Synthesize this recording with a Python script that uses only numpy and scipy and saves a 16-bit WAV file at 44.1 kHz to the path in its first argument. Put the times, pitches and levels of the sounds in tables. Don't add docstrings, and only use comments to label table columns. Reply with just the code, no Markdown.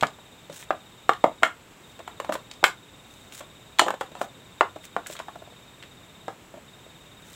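import sys
import numpy as np
from scipy import signal
from scipy.fft import rfft, irfft, next_fast_len
from scipy.io import wavfile
from scipy.ndimage import uniform_filter1d

SR = 44100
rng = np.random.default_rng(int(sys.argv[2]) if len(sys.argv) > 2 else 0)


def store_wav(level_fs):
    pcm = np.round(np.clip(np.atleast_2d(level_fs), -1, 1) * 32767)
    wavfile.write(sys.argv[1], SR, pcm.T.astype(np.int16))


N = 324135


def amp(db):
    return 10 ** (np.asarray(db) / 20)


def unit(x):
    return x / np.sqrt(np.mean(x ** 2) + 1e-20)


def along(points, hz):
    point_hz, values = np.transpose(points)
    return np.interp(np.log(hz + 1), np.log(point_hz + 1), values)


def filtered(x, response):
    size = next_fast_len(len(x) + SR // 4)
    gains = response(np.fft.rfftfreq(size, 1 / SR))
    return irfft(rfft(x, size) * gains, size)[:len(x)]


def noise(spectrum, size):
    return unit(filtered(rng.standard_normal(size), lambda hz: amp(along(spectrum, hz))))


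def coloured(x, points, size=8192):
    cepstrum = irfft(np.log(amp(along(points, np.fft.rfftfreq(size, 1 / SR)))))
    cepstrum[1:size // 2] *= 2
    cepstrum[size // 2 + 1:] = 0
    return irfft(rfft(x, size) * np.exp(rfft(cepstrum)))[:len(x)]


def add(track, start_s, sound):
    i = int(np.clip(round(start_s * SR), 0, len(track)))
    track[i:i + len(sound)] += sound[:len(track) - i]


# frequency in Hz, colour in dB.
TOWARD_WALLS = [(200, -4), (650, -7), (1300, -9), (3000, -7), (8000, -5.5)]
# start in seconds, level at the pitch in dB before snap and room, pitch in Hz,
# snap of the rim in dB against that level, rise time constant in seconds, room answer in dB.
KNOCKS = [(.026,-19.5,754,-17,.0002,1), (.0327,-17,1287,-20,0.00037,-6.5), (.1858,-48,890,-25,0.00033,0),
          (.497,-37.5,595,-14,0.0027,1.5), (.7059,-17.5,890,-30,0.00044,-1.5),
          (1.0927,-11,1030,-22,0.00049,-1.5), (1.2399,-9.5,734,-26,0.00056,-0.5),
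          (1.4241,-28.5,660,-22,.0003,8.5), (1.4324,-11.5,1570,-16,0.00013,0),
          (1.991,-44,650,-4.5,.003,-12), (2.002,-41.5,840,-24,0.0011,-18),
          (2.0768,-34.5,970,-9.5,.0004,-0.5), (2.2006,-28.5,960,-10.5,0.00028,-3.5),
          (2.246,-35.5,970,-12,.0003,2), (2.2923,-22.5,627,-24,0.0017,-1), (2.3229,-29,1090,-7,0.00035,4),
          (2.353,-30,960,-11,0.0015,-4), (2.6286,-26,575,-34,0.00036,-15),
          (2.6403,-11.5,1490,-6.5,0.00032,0), (3.4057,-39.5,870,-7,0.0026,1.5),
          (3.794,-12.5,1320,-13,0.00046,-5), (3.814,-20.5,693,-21,0.0018,1.5),
          (3.8622,-27.5,704,-15,.0015,6), (3.8828,-21.5,1080,-14,0.00044,-3.5),
          (3.905,-24.5,1080,-11.5,0.00033,-2), (3.939,-30.5,770,-17,.0016,-12),
          (4.0098,-25,875,-11,0.00067,-1.5), (4.1165,-45,586,-10,.003,-4),
          (4.1517,-38.5,890,-10.5,.0003,5.5), (4.21,-40,700,-14,0.00028,2),
          (4.2142,-22.5,786,-15,0.00034,-2.5), (4.6091,-12.5,1168,-25.5,0.00034,-2.5),
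          (4.76,-35.5,635,-17,0.002,-6), (4.9648,-21.5,930,-25.5,0.00035,0), (5.098,-37,560,-10,0.001,-5),
          (5.153,-45,1390,-7,0.00032,1), (5.191,-46.5,1190,6.5,0.00045,0), (6.281,-29,790,-18,0.00033,1),
          (6.54,-38,490,-23,.0016,2), (6.5735,-45,520,-28,.0015,-15), (6.864,-44.5,433,-23,0.0004,-9)]
# start in seconds, level in dB as for the knocks, pitch in Hz.
CLICKS = [(.0095, -35.5, 4100), (.0687, -41.5, 4800), (.527, -50, 5500), (.626, -46, 2360),
          (1.134, -39.5, 2870), (2.513, -41, 4500), (2.537, -53, 4880), (3.323, -47.5, 3400),
          (3.787, -27.5, 3860), (3.7941, -16, 4230), (3.814, -38, 6000), (4.8398, -48.5, 2580),
          (5.062, -41, 2080), (5.069, -39, 7700), (5.127, -44, 5400), (5.134, -46, 7600),
          (5.166, -43.5, 3280), (5.826, -45.5, 3140), (5.835, -48.5, 2620)]


def pieces():
    track = np.zeros(N)
    click_snap_db, click_rise_s, click_room_db = -10.5, 0.00023, -2.5
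    clicks = [(*row, click_snap_db, click_rise_s, click_room_db) for row in CLICKS]
    for start_s, db, pitch_hz, snap_db, rise_s, room_db in [*KNOCKS, *clicks, *rocking(count=6)]:
        levels = contact_colour(db, pitch_hz, snap_db)
        blow = clack(pitch_hz, rise_s, levels, ring_db=7, ring_t60=0.03,
                     crack_db=23.0, crack_t60=0.0047, crowd_db=19.5, crowd_t60=0.032, scatter_db=1.0)
        add(track, start_s, blow)
        thrown = coloured(blow, TOWARD_WALLS)
        answer = signal.fftconvolve(thrown, room(wall_s=0.0138, near_share=0.72))
        same_energy = answer * np.linalg.norm(thrown) / np.linalg.norm(answer)
        add(track, start_s, amp(room_db) * same_energy)
    return track


def rocking(count):
    start_s, first_gap_s, shrink = 5.1991, 0.0838, 0.87
    first_db, loss_db = -32.5, 3
    first_hz, sag = 975, 0.88
    snap_db, rise_s, room_db = -18, 0.0018, -7
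    contacts = []
    for k in range(count):
        elapsed_s = first_gap_s * (1 - shrink ** k) / (1 - shrink)
        contacts.append((start_s + elapsed_s, first_db - loss_db * k, first_hz * sag ** k,
                         snap_db, rise_s, room_db))
    return contacts


BAND_EDGES = [100, 450, 900, 1700, 2700, 4200, 9000, 16000]
BAND_CENTRES = np.sqrt(np.multiply(BAND_EDGES[1:], BAND_EDGES[:-1]))
# frequency in Hz, colour in dB.
SNAP = [(210, -18), (640, -5), (1240, -11), (2140, -4.5), (3400, -3.5), (6100, -7.5), (12000, -14)]


def contact_colour(db, pitch_hz, snap_db):
    bass_slope, treble_slope = 2.96, 4.51
    below = (pitch_hz / BAND_CENTRES) ** bass_slope
    above = (BAND_CENTRES / pitch_hz) ** treble_slope
    hump = 2 / (below + above)
    snap = amp(snap_db + along(SNAP, BAND_CENTRES)) ** 2
    return db + 10 * np.log10(hump + snap)


def attack_levels(x, size=2048):
    n = SR // 125
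    fade = np.minimum(1, np.linspace(4, 0, n))
    power = abs(rfft(x[:n] * fade, size)) ** 2 * 2 / (size * n)
    band_power = np.add.reduceat(power, np.array(BAND_EDGES) * size // SR)[:-1]
    return 10 * np.log10(band_power + 1e-12)


# frequency in Hz, strength in dB, time to fall by 60 dB in seconds.
WOOD = [(178.5, -9.5, 0.032), (320.5, -3.5, 0.032), (523, -14.5, 0.023), (615, 0, 0.023),
        (698, -2.5, 0.032), (828, -10, 0.044), (960, -3, 0.016), (1083, -7, 0.079), (1120, 2, 0.0099),
        (1408, 2.5, 0.034), (1650, -30, 0.19), (1740, -3, 0.052), (2038, -2, 0.019), (2323, -10.5, 0.043),
        (3080, -20, 0.11), (4000, -8, 0.022)]
# frequency in Hz, colour in dB.
CRACK = [(50, -16.5), (150, -19.5), (400, -7), (1200, 4.5), (2200, -7), (3200, -7.5), (4100, -12.5),
         (4800, -15.5), (6400, -15), (7300, -13.5), (8600, -25.5), (10500, -37.5), (16000, -42.5)]


def clack(ring_hz, rise_s, levels, ring_db, ring_t60, crack_db, crack_t60, crowd_db, crowd_t60, scatter_db):
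    t = np.arange(SR // 10) / SR
    hz, db, t60 = np.transpose(WOOD)[:, :, None]
    strength = amp(db + scatter_db * rng.standard_normal(hz.shape)) * rng.choice([-1, 1], hz.shape)
    detune = 1 + 0.021 * rng.standard_normal(hz.shape)
    ring = np.sum(strength * np.sin(2 * np.pi * hz * detune * t) * amp(-60 * t / t60), axis=0)
    favoured_db = ring_db + along([row[:2] for row in WOOD], ring_hz)
    ring += amp(favoured_db - 60 * t / ring_t60) * np.sin(2 * np.pi * ring_hz * t)
    crack = amp(crack_db - 60 * t / crack_t60)
    crowd = amp(crowd_db - 60 * t / crowd_t60)
    blow = ring + coloured(rng.standard_normal(len(t)) * (crack + crowd), CRACK)
    blow *= 1 - np.exp(-t / max(rise_s, 1 / SR))
    blow = signal.sosfilt(signal.butter(2, 145, "high", fs=SR, output="sos"), blow)
    for _ in range(2):
        correction_db = levels - attack_levels(blow)
        blow = coloured(blow, np.column_stack([BAND_CENTRES, correction_db]))
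    return blow


# frequency in Hz, time to fall by 60 dB in seconds.
ROOM = [(150, 0.2), (500, 0.15), (1100, 0.19), (3000, 0.17), (8000, 0.18), (15000, 0.15)]


def room(wall_s, near_share):
    hz, t, cells = signal.stft(rng.standard_normal(SR // 4), SR, nperseg=256)
    decay = amp(-60 * t / along(ROOM, hz)[:, None])
    tail = signal.istft(cells * decay, SR, nperseg=256)[1]
    t = np.arange(len(tail)) / SR
    tail *= np.interp(t, [0.003, 0.007, wall_s, wall_s + 0.0032], [0, near_share, near_share, 1])
    return tail / np.linalg.norm(tail)


def thud():
    start_s, level_db, pitch_hz, t60 = 0.024, -28, 146, 0.11
    track, t = np.zeros(N), np.arange(SR // 4) / SR
    add(track, start_s, amp(level_db - 60 * t / t60) * np.sin(2 * np.pi * pitch_hz * t))
    return track


# start in seconds, length in seconds, rms level in dB before the swell shapes it.
BRUSHES = [(0.505, 0.16, -44.5), (1.717, 0.3, -62), (2.316, 0.036, -37), (3.004, 0.35, -58.5),
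           (3.309, 0.11, -42.5), (4.002, 0.015, -50), (4.18, .087, -47.5), (4.819, 0.065, -47.5),
           (5.054, 0.13, -45.5), (7.172, 0.53, -49.5)]
# frequency in Hz, colour in dB.
CLOTH = [(880, -30), (1500, -6), (2300, -9.5), (3810, -7), (4500, -14.5), (7540, -5), (10200, -15),
         (14500, -18), (16000, -10)]


def brushes():
    track = np.zeros(N)
    grain_db, scrape_db = 4.0, 2.5
    for start_s, length_s, db in BRUSHES:
        n = int(length_s * SR)
        fine, coarse = (unit(uniform_filter1d(rng.standard_normal(n), size=k)) for k in (60, 500))
        grain = amp(grain_db * fine + scrape_db * coarse)
        swell = np.sin(np.linspace(0, np.pi, n))
        add(track, start_s, amp(db) * swell * unit(grain * noise(CLOTH, n)))
    return track


# middle of the first chirp in seconds, middle of the last chirp in seconds,
# approximate chirps a second.
TRILLS = [(.02, .754, 16.3), (.81, 1.445, 17.3), (1.846, 3.275, 18.2), (3.335, 4.522, 17.7),
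          (4.585, 5.744, 17.2), (5.803, 6.272, 17), (6.686, 7.34, 18.4)]


def cricket(start_hz, end_hz, stroke_s, level_db, overtone_db, echo_db):
    track = np.zeros(N)
    n = int(stroke_s * SR)
    phase = 2 * np.pi * np.cumsum(np.linspace(start_hz, end_hz, n)) / SR
    for first_s, last_s, rate in TRILLS:
        count = round((last_s - first_s) * rate) + 1
        for middle_s in np.linspace(first_s, last_s, count):
            wing = phase * rng.normal(1, 0.0054)
            chirp = np.hanning(n) * (np.sin(wing) + amp(overtone_db) * np.sin(2 * wing))
            add(track, middle_s - stroke_s / 2, chirp * amp(rng.normal(0, 0.27)))
    echo = signal.fftconvolve(track, room(wall_s=0.012, near_share=1.0))[:N]
    return amp(level_db) * unit(unit(track) + amp(echo_db) * unit(echo))


# frequency in Hz, colour in dB.
AIR = [(12, -58), (20, -26), (27, -5), (123, 4), (607, -4), (698, -5.5), (976, -5.5), (1960, -10),
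       (2260, -9), (3250, -10.5), (3740, -11), (4540, -19.5), (7730, -21.5), (9670, -26.5), (16000, -25.5)]
# frequency in Hz, colour in dB.
HISS = [(5500, -30), (6900, -6), (7500, -3.5), (7900, -1), (8400, -11), (9500, -21)]


def air():
    air_db, hiss_db = -51, -64
    return amp(air_db) * noise(AIR, N) + amp(hiss_db) * noise(HISS, N)


def scene():
    insect = cricket(start_hz=3935, end_hz=3461, stroke_s=0.032, level_db=-59.0, overtone_db=-17, echo_db=-3.5)
    return (pieces() + thud() + brushes() + insect + air())[None]


def record(dry):
    ceiling = np.where(dry[0] > 0, 1.0, 0.9)
    clipped = dry[0] / (1 + abs(dry[0] / ceiling) ** 12) ** (1 / 12)
    t = np.arange(SR) / SR
    attack_s, release_s = 0.2, 0.085
    memory = (1 - np.exp(-t / attack_s)) ** 2 * np.exp(-t / release_s)
    load = abs(signal.fftconvolve(clipped ** 2, memory / memory.sum())[:N])
    knee_db = -15.5
    gain = 1 / np.sqrt(1 + load / amp(knee_db) ** 2)
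    top_hz = 15900
    return filtered(clipped * gain, lambda hz: 1 / (1 + (hz / top_hz) ** 120))[None]


dry = scene()
out = record(dry)
store_wav(out)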